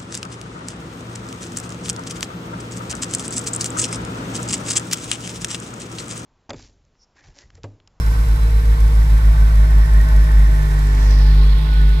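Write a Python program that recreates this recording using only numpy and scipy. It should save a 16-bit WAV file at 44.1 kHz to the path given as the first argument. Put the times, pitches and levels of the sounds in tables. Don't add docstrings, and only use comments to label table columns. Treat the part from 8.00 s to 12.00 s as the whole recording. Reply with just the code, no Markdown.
import sys
import numpy as np
from scipy import signal
from scipy.fft import rfft, irfft, next_fast_len
from scipy.io import wavfile
from scipy.ndimage import map_coordinates

SR = 44100
rng = np.random.default_rng(int(sys.argv[2]) if len(sys.argv) > 2 else 0)


def transcribe(u):
    v = np.clip(np.atleast_2d(u).T, -1, 1)
    q = np.round(v * 32767).astype(np.int16)
    wavfile.write(sys.argv[1], SR, q)


N = 176400


def amp(db):
    return 10 ** (np.asarray(db) / 20)


def unit_rms(x):
    return x / np.sqrt(np.mean(x ** 2) + 1e-20)


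def along(points, hz):
    point_hz, values = np.transpose(points)
    return np.interp(np.log(hz + 1), np.log(point_hz + 1), values)


def curves(rows):
    seconds, *columns = np.transpose(rows)
    return [np.interp(np.arange(N) / SR, seconds, column) for column in columns]


def wobble(rate):
    return map_coordinates(rng.standard_normal(int(N * rate / SR) + 4), [np.arange(N) * rate / SR])


def bump(turns, width):
    offset = (turns + .5) % 1 - .5
    return np.exp(-.5 * (offset / width) ** 2)


def filtered(x, response):
    size = next_fast_len(N + SR // 2)
    return irfft(rfft(x, size) * response(np.fft.rfftfreq(size, 1 / SR)), size)[..., :N]


def colour(points):
    return lambda hz: amp(along(points, hz))


def resonances(modes):
    return lambda hz: sum(
        (-1) ** k * amp(db) * 1j * hz * width / (centre ** 2 - hz ** 2 + 1j * hz * width)
        for k, (centre, width, db) in enumerate(modes))


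# frequency in Hz, the left port's lead in seconds when held
LEFT_LEAD = [(50, .00028, .00025), (150, .00015, .0001), (500, .00021, .0001), (1350, .00036, .00026),
             (1500, .00041, .00024), (1700, .00039, .0004), (2200, .00051, .00051), (5000, .0005, .00025)]
# time in seconds, place from 0 (beside the pipes) to 1 (behind).
MIC_PATH = [(0, .3), (1, 0), (2.7, 0), (3.2, .9), (4, 1)]

def at_microphone(x):
    hz, t, spectra = signal.stft(x, SR, nperseg=2048)
    beside, behind = (along(np.array(LEFT_LEAD)[:, [0, k]], hz)[:, None] for k in (1, 2))
    lead_s = beside + (behind - beside) * np.interp(t, *np.transpose(MIC_PATH))
    shift = np.exp(1j * np.pi * hz[:, None] * lead_s)
    return signal.istft(np.array([spectra * shift, spectra / shift]), SR, nperseg=2048)[1][:, :N]


def rush(response, diffuse, gate=1, scatter_hz=670):
    share = lambda hz: diffuse * hz / np.hypot(hz, scatter_hz)
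    noise = at_microphone(rng.standard_normal(N)) * gate
    direct = filtered(noise, lambda hz: response(hz) * np.sqrt(1 - share(hz) ** 2))
    scattered = filtered(rng.standard_normal((2, N)) * gate, lambda hz: response(hz) * share(hz))
    return unit_rms(direct + scattered)


# time in seconds, levels in dB of firing harmonics 1, 2, 3 and 5.
BOOM_LEVELS = [(0, -14, -29, -35, -50), (.7, -11.5, -29, -36, -51.5), (1.4, -10, -28, -32, -58),
               (2.3, -9.5, -33.5, -29.5, -48), (2.8, -11, -30, -26.5, -46.5), (3.1, -10, -31.5, -27, -38),
               (3.35, -10.5, -32, -26.5, -44.5), (3.9, -11.5, -61, -27, -51.5)]
# time in seconds, throbs counted so far.
THROB_COUNT = [(0, .35), (.62, 5.5), (1.5, 11.5), (1.875, 13.5), (2.28, 15.5), (2.47, 16.25), (2.62, 16.5),
               (3.05, 16.74), (3.4, 17), (3.54, 17.2), (3.63, 17.5), (3.84, 18), (4, 18.45)]
# multiple of the firing rate, multiple of the throb
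# rate added to it, level in dB relative to the first harmonic.
BEATING_TONES = [(1, -1, -9.5), (3, -2, -24.5), (2.5, -1.5, -31.5), (5, -3, -40.5)]
# multiple of the firing rate, level in dB.
OVERTONES = [(4, -55), (6, -51), (7, -55), (8, -51), (8.72, -55), (9.7, -56), (12.45, -59), (17, -55),
             (21, -59)]
# frequency in Hz, relative level in dB.
RUMBLE_SPECTRUM = [(10, 9), (28, -46), (45, 14), (64, 5.5), (85, -2.5), (108, -4), (130, 1), (165, -7),
                   (200, -12.5), (400, -22.5), (1000, -73)]

def exhaust_boom(firings):
    throbs = curves(THROB_COUNT)[0]
    harmonic_db = curves(BOOM_LEVELS)
    tone = lambda turns, db: np.sqrt(2) * amp(db) * np.cos(2 * np.pi * turns)
    boom = sum(tone(k * firings, db) for k, db in zip((1, 2, 3, 5), harmonic_db))
    beating = sum(tone(k * firings + m * throbs, harmonic_db[0] + db) for k, m, db in BEATING_TONES)
    whine = sum(tone(k * firings + .06 * wobble(12), db + 1.8 * wobble(4)) for k, db in OVERTONES)
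    rumble = amp(-28.5) * rush(colour(RUMBLE_SPECTRUM), diffuse=.1)
    return at_microphone(boom + beating + whine) + rumble


# time in seconds, then faders in dB for the puffs,
# the bright ring, the hiss (scaled down in tip_hiss) and the gas rush.
EXHAUST_FADERS = [(0, -37.5, -46, -41, -41), (.6, -41, -45, -44, -39.5), (1.4, -38.5, -40.5, -43.5, -39),
                  (1.8, -38, -34, -44.5, -39), (2.3, -38, -33.5, -42.5, -39), (3, -39.5, -34.5, -43.5, -38),
                  (3.4, -42, -43, -44.5, -41), (4, -47.5, -44.5, -46, -41.5)]
# one cylinder's gain in dB, for its puff and for its bright chuff.
CYLINDER_PUFF_DB = [0.74, 0.61, -0.021, 0.38]
CYLINDER_CHUFF_DB = [0, 0, 0, 5]
# centre in Hz, width in Hz, relative level in dB.
PIPE_MODES = [(238.8, 11.6, 3), (322.3, 10, 6), (399, 9.2, -10), (487, 64, -5.5), (628.4, 18, 3.5),
              (868, 15, 6.5), (1002, 77, 1), (1074, 21.5, 8.5), (1182, 15.5, 6.5), (1333, 31, 5),
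              (1520, 59, 6.5)]
BRIGHT_MODES = [(1755, 21, 15.5), (1880, 36, 14), (2173, 106, -4.5)]
# frequency in Hz, relative level in dB.
GAS_SPECTRUM = [(100, -55), (200, -14), (450, 0), (580, -7), (760, 1.5), (1000, -0.5), (1400, -2),
                (2200, -2), (2800, -8), (4000, -9.5), (7000, -69)]

def pipe_puffs(firings, diffuse=.55):
    puff_db, ring_db, _, gas_db = curves(EXHAUST_FADERS)
    count = firings.astype(int)
    scatter_db = .47 * rng.standard_normal(256)[count]
    strength = amp(np.take(CYLINDER_PUFF_DB, count, mode="wrap") + scatter_db)
    swell = strength * (1 - .065 * np.cos(2 * np.pi * firings))
    chuff = amp(np.take(CYLINDER_CHUFF_DB, count, mode="wrap")) * bump(firings - .45, width=.17)
    kicks = np.diff(count, prepend=0) * strength
    pulses = unit_rms(filtered(at_microphone(kicks), resonances(PIPE_MODES)))
    puffs = amp(1) * rush(resonances(PIPE_MODES), diffuse, gate=swell) + amp(-7) * pulses
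    ring = rush(resonances(BRIGHT_MODES), diffuse, gate=.4 + chuff)
    gas = rush(colour(GAS_SPECTRUM), diffuse, gate=swell)
    return amp(puff_db) * puffs + amp(ring_db - 6.5) * ring + amp(gas_db) * gas


# frequency in Hz, relative level in dB.
HISS_SPECTRUM = [(1000, -22), (2600, 0.5), (4000, -3), (6000, -0.5), (7400, -1.5), (8300, 0.5), (9900, -5),
                 (11600, 1.5), (13000, -4), (14400, -9.5), (15600, -16)]
# centre in Hz, width in Hz, relative level in dB.
TIP_MODES = [(3330, 260, 4.5), (3960, 66, 0.5), (4260, 11, 18), (4650, 430, 6.5), (5330, 260, 9.5)]

def tip_hiss(firings):
    hiss_db = curves(EXHAUST_FADERS)[2]
    fader = amp(.69 * (hiss_db - hiss_db.mean()))
    cycles = firings / len(CYLINDER_PUFF_DB)
    spit = bump(cycles, width=.039) * amp(1.9 * wobble(21))
    hiss = amp(-44.5 + .5 * wobble(24.6)) * rush(colour(HISS_SPECTRUM), diffuse=1)
    ticks = amp(-54.5) * rush(colour(HISS_SPECTRUM), diffuse=.96, gate=spit)
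    ring = amp(-51) * rush(resonances(TIP_MODES), diffuse=.91)
    return fader * (hiss + ticks) + ring


# pitch in Hz, level in dB
# at its height, time of that height in seconds, half-length in seconds.
PIPE_WHISTLES = [(319, -49, 1, 1.2), (404, -48, 2.8, .45), (411, -45, 3.75, .35), (472, -42, .45, .45),
                 (492, -45, 3.35, .3), (629, -49, 2.1, .6), (660, -47, 1.45, .15), (865, -47, 3.5, .5),
                 (908, -48, 1, .25), (1078, -49, 3.1, .5), (1176, -48, 1.2, .4), (1488, -39.5, 3.8, .25),
                 (1515, -49, 2, .6), (1757, -49, 2.8, .45), (3327, -56, 3.65, .3), (4000, -54, .25, .4),
                 (4232, -60, 3.5, .7), (5290, -43, .01, .025), (5430, -53, 2.1, .35)]

def pipe_whistles(flutter_db=2.5, wander_cycles=.13):
    t = np.arange(N) / SR
    whistles = np.zeros(N)
    for hz, db, peak_s, half_s in PIPE_WHISTLES:
        swell = amp(db + flutter_db * wobble(24.9)) / np.sqrt(1 + ((t - peak_s) / half_s) ** 4)
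        whistles += swell * np.sin(2 * np.pi * (hz * t + wander_cycles * wobble(25)))
    return at_microphone(whistles)


# time in seconds, firing rate in Hz.
FIRING_RATE = [(0, 54.1), (.35, 54.15), (1, 53.4), (2.2, 52.3), (2.4, 51.7), (2.6, 50.3), (2.8, 50),
               (3.4, 50.75), (3.7, 51.6), (4, 51.4)]
# frequency in Hz, left minus right level in dB.
MIC_BALANCE = [(50, -.3), (500, -.6), (1000, -2.5), (1800, -4.5), (2700, -.5), (4200, -4), (5500, -6),
               (8500, -2), (10000, 0), (12500, 3)]

def scene():
    firing_hz = curves(FIRING_RATE)[0]
    first_firing_s = .0095
    firings = np.cumsum(firing_hz) / SR + 1 - first_firing_s * firing_hz[0]
    exhaust = exhaust_boom(firings) + pipe_puffs(firings) + tip_hiss(firings) + pipe_whistles()
    return filtered(exhaust, lambda hz: amp(along(MIC_BALANCE, hz) * np.array([[.5], [-.5]])))


# time in seconds, resonance in Hz, sharpness Q.
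SHADED_PORT = [(0, 30000, 2.1), (2.4, 22000, 0.4), (2.75, 10500, 1), (2.95, 7100, 1.34), (3.15, 5200, 3.2),
               (3.3, 4400, 3.5), (3.6, 3830, 3.75), (4, 3820, 3.1)]

def record(dry):
    top_hz = 15650
    hz, t, spectra = signal.stft(dry[1], SR, nperseg=1024)
    seconds, port_hz, q = np.transpose(SHADED_PORT)
    ratio = hz[:, None] / np.interp(t, seconds, port_hz)
    loss = np.abs(1 - ratio ** 2 + 1j * ratio / np.interp(t, seconds, q))
    right = signal.istft(spectra / loss, SR, nperseg=1024)[1][:N]
    return filtered(np.array([dry[0], right]), lambda hz: hz < top_hz)


dry = scene()
out = record(dry)
transcribe(out)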